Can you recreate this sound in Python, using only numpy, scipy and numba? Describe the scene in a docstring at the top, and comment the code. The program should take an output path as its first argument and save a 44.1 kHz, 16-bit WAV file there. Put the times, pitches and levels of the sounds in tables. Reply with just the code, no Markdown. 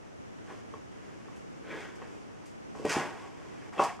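"""On a plank floor in a small room, a wooden clog slowly crushes a small cardboard box close to a stereo camera
microphone. Folds give way in swarms of tiny slips, random clicks that ring the modes of the hollow box.
Single creases snap as short rings, the paper skin crackles and ticks in filtered clicks and noise, and the boards
thud as low decaying sines. Tails of decaying noise answer as the room, over a steady hiss and a wide low rumble."""
import sys
import numpy as np
from scipy import signal
from scipy.fft import rfft, irfft
from scipy.io import wavfile
from scipy.ndimage import uniform_filter1d
from numba import njit

SR = 44100
rng = np.random.default_rng(int(sys.argv[2]) if len(sys.argv) > 2 else 0)


def generate_wav(signal):
    """Clip the signal to [-1, 1] and save it as 16-bit WAV at the path in sys.argv[1]."""
    frames = np.transpose(np.atleast_2d(signal))
    scaled = np.clip(frames, -1, 1) * 32767
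    pcm = np.round(scaled).astype(np.int16)
    wavfile.write(sys.argv[1], SR, pcm)


N = 176400  # samples, 4 s

# Modes of the box. Each row: pitch in Hz, relative level in dB, nominal 60 dB decay time in seconds.
BOX_MODES = [(217, -13, 0.063), (290, -2, 0.028), (358, -5, 0.05), (438, -1, 0.061), (585, -3.5, 0.029),
             (762.5, -0.5, 0.027), (921, -4.5, 0.028), (1077, 1, 0.02), (1235, -15, 0.012),
             (1580, -3, 0.01), (1900, -6.5, 0.022), (2255, -8, 0.011), (2628, -15, 0.11),
             (3250, -12, 0.016)]
# Crumpling under the foot, one table a stretch. Each row: time in seconds, level of the middle modes in dB before
# the crumple trim, then the hollow modes, upper modes and paper crackle (before its trim) in dB re the middle.
PUSH_1 = [(0.45, -68, -12, 1, -6), (0.504, -49, 3, -1.5, -16), (0.62, -70, 9, -1, 1)]
CREEP = [(.9, -70, 3.4, 0, -8), (1.04, -63, 4.4, 1.6, -7.5), (1.6, -71.5, 6.8, 0, -7.5)]
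PUSH_2 = [(1.619, -66, 8, 5.5, -12), (1.716, -49, 9.5, 6.5, -15.5), (1.816, -51.5, 3, 8, -7.5),
          (1.968, -60.5, 2.5, 0.5, -12), (2.03, -54, 5, 1.5, -14), (2.084, -59.5, 8, -4, -7),
          (2.4, -65, -3, -19, -13), (2.451, -49.5, 2, -8, -27)]
COLLAPSE = [(2.73, -86, 9, -7, -13), (2.754, -49.5, -3.5, -19, -14), (2.842, -55, 14, -12, -7),
            (2.852, -34.5, 10, -3, -21), (2.891, -48, 1, -1, 0.5), (2.897, -35, -2.5, 3, -5),
            (2.932, -33, -8.5, -26, -5.5), (2.967, -30, -2, -6, -13), (3.12, -45, -6, -3.5, -18),
            (3.278, -49.5, -3.5, -9, -15), (3.294, -58, 0, -5, -13), (3.702, -58, 2, 2, -9.5)]
PUSH_4 = [(3.72, -49, -3, -4, -14), (3.762, -46.5, -9, -3.5, -19), (3.79, -32.5, 5, -13, -24),
          (3.798, -23.5, -10, -33, -25), (3.82, -23.5, -8, -24, -23), (3.854, -29, -31, -20, -19),
          (3.884, -37, -14, -4.5, -17.5), (3.981, -54, -26, -12, -14)]
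# Creases that snap. Each row: start in seconds, peak in dB before the low cut of the box, favoured pitch in Hz,
# loss in dB one octave off that pitch.
SNAPS = [(.503, -40, 360, 16), (.739, -34.5, 1060, 31), (.739, -37.5, 427, 28), (.738, -44, 2400, 2),
         (1.284, -44, 900, 9), (2.018, -38.5, 1100, 4.5), (2.75, -37.5, 900, 5.5), (2.797, -32, 430, 37),
         (2.85, -19, 420, 5.5), (2.895, -31, 1600, 23), (2.96, -28, 900, 22), (2.967, -19.5, 333, 27),
         (3.415, -46, 900, 20), (3.874, -48, 2060, 20), (3.779, -28.5, 455, -1), (3.787, -33.5, 2640, 62),
         (3.802, -34.5, 2680, 68), (3.7954, -12, 785, 14.5), (3.806, -23, 950, 15), (3.992, -35, 810, 12)]
# Dry ticks of the paper skin. Each row: start in seconds, level in dB before colouring, fizz decay constant in
# seconds.
TICKS = [(1.361, -56, 0.032), (1.954, -53.5, 0.019), (2.457, -53, 0.046), (2.8524, -37.5, 0.0068),
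         (2.893, -32, 0.01), (3.8364, -33.5, 0.017)]
# Colour of the paper. Each row: frequency in Hz, relative level in dB per Hz.
PAPER_COLOUR = [(710, -33), (1200, -4.5), (2050, -4.5), (2620, -2.5), (4020, -17), (4830, -9),
                (7810, -13.5), (12900, -33), (15500, -70)]
# Jolts of the sole on the floor boards. Each row: start in seconds, level of each board mode in dB before decay.
THUDS = [(2.845, -40.5), (2.956, -40.5), (3.789, -48)]
# Width of the room tail. Each row: frequency in Hz, side level in dB re the mid.
ROOM_SIDE = [(60, -11.5), (200, -3), (500, -15), (1000, -15), (3000, -5), (8000, 6.5), (15000, 20)]
# Colour of the hiss in the middle. Each row: frequency in Hz, relative level in dB per Hz.
HISS_COLOUR = [(15, -64), (25, -20), (55, -10), (113, -4.5), (156, -5.5), (340, -6), (445, -8),
               (783, -12.5), (1200, -15), (1340, -15), (2930, -21.5), (4150, -31.5), (6050, -26),
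               (11200, -42.5), (15500, -64)]
# Colour of the wide rumble, in the side. Each row: frequency in Hz, relative level in dB per Hz.
RUMBLE_COLOUR = [(15, -58), (25, -31), (86, -3), (313, -0.5), (582, -9), (1950, -21.5), (3930, -34.5),
                 (6380, -33), (15500, -59.5)]

# Crumpling
CRUMPLE_DB, BURST_DB, MODE_WALK_DB = -2.5, 1, 1.6  # trim; swell shared by all modes; swell of each mode
SLIPS_PER_S, SLIP_SCATTER_DB = 2500, 2.2
SLIP_CYCLES = 25.5  # a folding wall takes at most this many cycles to fall 60 dB
PITCH_WANDER = .03  # share by which the modes drift while the walls deform
BOX_LOW_HZ = 127  # low cut of the box walls

SNAP_RISE_S, SNAP_SCATTER_DB, SNAP_RING = 0.0004, 3.5, 1.24  # build-up; spread of modes; decay re the table
CRACKS_PER_S, CRACK_SCATTER_DB, CRACKLE_DB = 5000, 2.4, 4
TICK_BRIGHT = 0.7  # treble tilt of the fizz, 0 flat to 1 brightest
PLANK_LOW_HZ, PLANK_HIGH_HZ, PLANK_T60_S, PLANK_RISE_S = 102.4, 162, 0.33, 0.0028

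ROOM_T60_S, ROOM_DB, ROOM_DULL_HZ, ROOM_DELAY_S = 0.24, -12.5, 5230, 0.00443
HISS_DB, RUMBLE_DB, FLICKER_DB = -54.5, -46, .6
TOP_HZ = 15500


def undb(db):
    """Turn dB into amplitude."""
    return 10 ** (np.asarray(db) / 20)


def unit(x):
    """Scale to rms 1."""
    return x / np.sqrt(np.mean(x ** 2))


def colour(x, points):
    """Filter along a curve of (Hz, dB) points, straight on a log frequency axis."""
    point_hz, point_db = np.array(points, float).T
    hz = np.maximum(np.arange(len(x) // 2 + 1) * SR / len(x), 1)
    curve_db = np.interp(np.log(hz), np.log(point_hz), point_db, left=-70)
    return irfft(rfft(x) * undb(curve_db), len(x))


def walk(rate):
    """Random levels, each held 1 / rate seconds and slewed to the next; spread near 1."""
    hold = int(SR / rate)
    steps = np.repeat(rng.standard_normal(N // hold + 1), hold)
    return uniform_filter1d(steps, hold)[:N] * 1.2


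def clicks(rate, scatter_db):
    """Random clicks of either sign, a few much larger than most; rms 1."""
    when, sign, size = rng.random((int(rate * N / SR), 3)).T
    out = np.zeros(N)
    out[(when * N).astype(int)] = np.sign(sign - .5) * undb(-scatter_db * np.log(1.002 - size))
    return unit(out)


@njit
def resonate(x, turn):
    """A decaying phasor whose pitch may move every sample; a unit click rings at amplitude 1."""
    y, z = np.empty(len(x)), 0j
    for i in range(len(x)):
        z = z * turn[i] + x[i] + 1e-18  # the tiny offset keeps silence numerically cheap
        y[i] = z.imag
    return y


def pushes():
    """The foot's pressure as gains over time: hollow, middle and upper modes, then paper crackle."""
    t = np.arange(N) / SR
    gains = np.zeros((4, N))
    for rows in (PUSH_1, CREEP, PUSH_2, COLLAPSE, PUSH_4):
        s, db, hollow, upper, crackle = np.array(rows, float).T
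        fade = np.clip(np.minimum(t - s[0], s[-1] - t) / .01, 0, 1)  # 10 ms in and out
        levels_db = [np.interp(t, s, v) for v in (db + hollow, db, db + upper, db + crackle)]
        gains += fade * undb(levels_db)
    return gains


def crumple(gains):
    """Swarms of slips ring the box; each mode drifts, swells and fades as the folds move."""
    rung, power = np.zeros((3, N)), np.zeros((3, 1))
    bursts_db = BURST_DB * walk(250)
    for hz, db, t60 in BOX_MODES:
        group = np.searchsorted((650, 1400), hz)  # edges in Hz between hollow, middle and upper modes
        ring_s = min(t60, SLIP_CYCLES / hz)
        decay = np.exp(-np.log(1000) / (ring_s * SR))
        moving_hz = hz * (1 + PITCH_WANDER * walk(30))
        turn = decay * np.exp(2j * np.pi * moving_hz / SR)

        slips = clicks(SLIPS_PER_S, SLIP_SCATTER_DB)
        drive = slips * undb(db + MODE_WALK_DB * walk(60) + bursts_db)
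        ring = resonate(drive * gains[group], turn)
        # a small wall radiates little below its own pitch
        small = signal.butter(2, hz / 2, "high", fs=SR)
        rung[group] += signal.lfilter(*small, ring)
        power[group] += np.mean(drive ** 2) / (2 * (1 - decay * decay))  # expected at a gain of 1
    return undb(CRUMPLE_DB) * (rung / np.sqrt(power)).sum(axis=0)


def snaps():
    """Each snapping crease rings the box once and favours the modes near its own pitch."""
    hz, mode_db, t60 = np.array(BOX_MODES, float).T[:, :, None]
    t = np.arange(SR // 5) / SR
    out = np.zeros(N + SR)
    rings = -np.sin(2 * np.pi * hz * t) * undb(mode_db - 60 * t / (t60 * SNAP_RING))
    build_up = (1 - np.exp(-t / SNAP_RISE_S)) ** 2
    for s, db, pitch, focus_db in SNAPS:
        scatter_db = SNAP_SCATTER_DB * rng.standard_normal((len(hz), 1))
        loss_db = focus_db * np.log2(hz / pitch) ** 2
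        snap = (rings * undb(scatter_db - loss_db)).sum(axis=0) * build_up
        out[int(s * SR):][:len(t)] += snap * undb(db) / abs(snap).max()
    return out[:N]


def paper(gain):
    """Dense fine crackle of clicks while the card folds, and lone ticks of decaying noise fizz."""
    tick_env = np.zeros(N)
    for s, db, length in TICKS:
        i = int(s * SR)
        tick_env[i:] += undb(db) * np.exp(-np.arange(N - i) / (length * SR))
    fine = clicks(CRACKS_PER_S, CRACK_SCATTER_DB)
    scale = 1 / colour(fine, PAPER_COLOUR).std()
    fizz = signal.lfilter([1, -TICK_BRIGHT], [1], rng.standard_normal(N)) * fine.std()
    crackle = undb(CRACKLE_DB) * gain * fine
    return scale * colour(crackle + tick_env * fizz, PAPER_COLOUR)


def planks():
    """The jolted floor boards thud in two low modes that build up fast and die away."""
    t = np.arange(N) / SR
    out = np.zeros(N)
    for s, db in THUDS:
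        after = np.maximum(t - s, 0)
        env = (1 - np.exp(-after / PLANK_RISE_S)) * undb(db - 60 * after / PLANK_T60_S)
        for hz in (PLANK_LOW_HZ, PLANK_HIGH_HZ):
            out += np.sin(2 * np.pi * hz * after) * env
    return out


def room(x):
    """The small room answers with separate mid and side tails of decaying, dulled noise."""
    t = np.arange(SR // 2) / SR
    tails = rng.standard_normal((2, len(t))) * undb(-60 * t / ROOM_T60_S) * (t > ROOM_DELAY_S)
    tails = signal.lfilter(*signal.butter(1, ROOM_DULL_HZ, fs=SR), tails)
    tails *= undb(ROOM_DB) / np.sqrt((tails ** 2).sum(axis=1, keepdims=True))
    mid, side = (signal.fftconvolve(x, tail)[:N] for tail in tails)
    return mid, colour(side, ROOM_SIDE)


def background():
    """Coloured noise: steady hiss in the middle and a wide low rumble, both flickering a little."""
    hiss = unit(colour(rng.standard_normal(N), HISS_COLOUR))
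    rumble = unit(colour(rng.standard_normal(N), RUMBLE_COLOUR))
    hiss *= undb(HISS_DB + FLICKER_DB * walk(8.6))
    rumble *= undb(RUMBLE_DB + FLICKER_DB * walk(6.22))
    return hiss, rumble


def scene():
    """Box and boards in the middle, the room around them, hiss and rumble beneath."""
    gains = pushes()
    low_cut = signal.butter(3, BOX_LOW_HZ, "high", fs=SR, output="sos")
    walls = signal.sosfilt(low_cut, crumple(gains) + snaps())
    box = walls + paper(gains[3]) + planks()
    wet, wet_side = room(box)
    hiss, rumble = background()
    mid = box + wet + hiss
    side = wet_side + rumble
    return np.array([mid + side, mid - side])  # left, right


def record(dry):
    """The camera cuts the top with a steep low-pass."""
    top_cut = signal.ellip(10, .2, 80, TOP_HZ, fs=SR, output="sos")  # 0.2 dB ripple, 80 dB down
    return signal.sosfilt(top_cut, dry)


dry = scene()
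out = record(dry)
generate_wav(out)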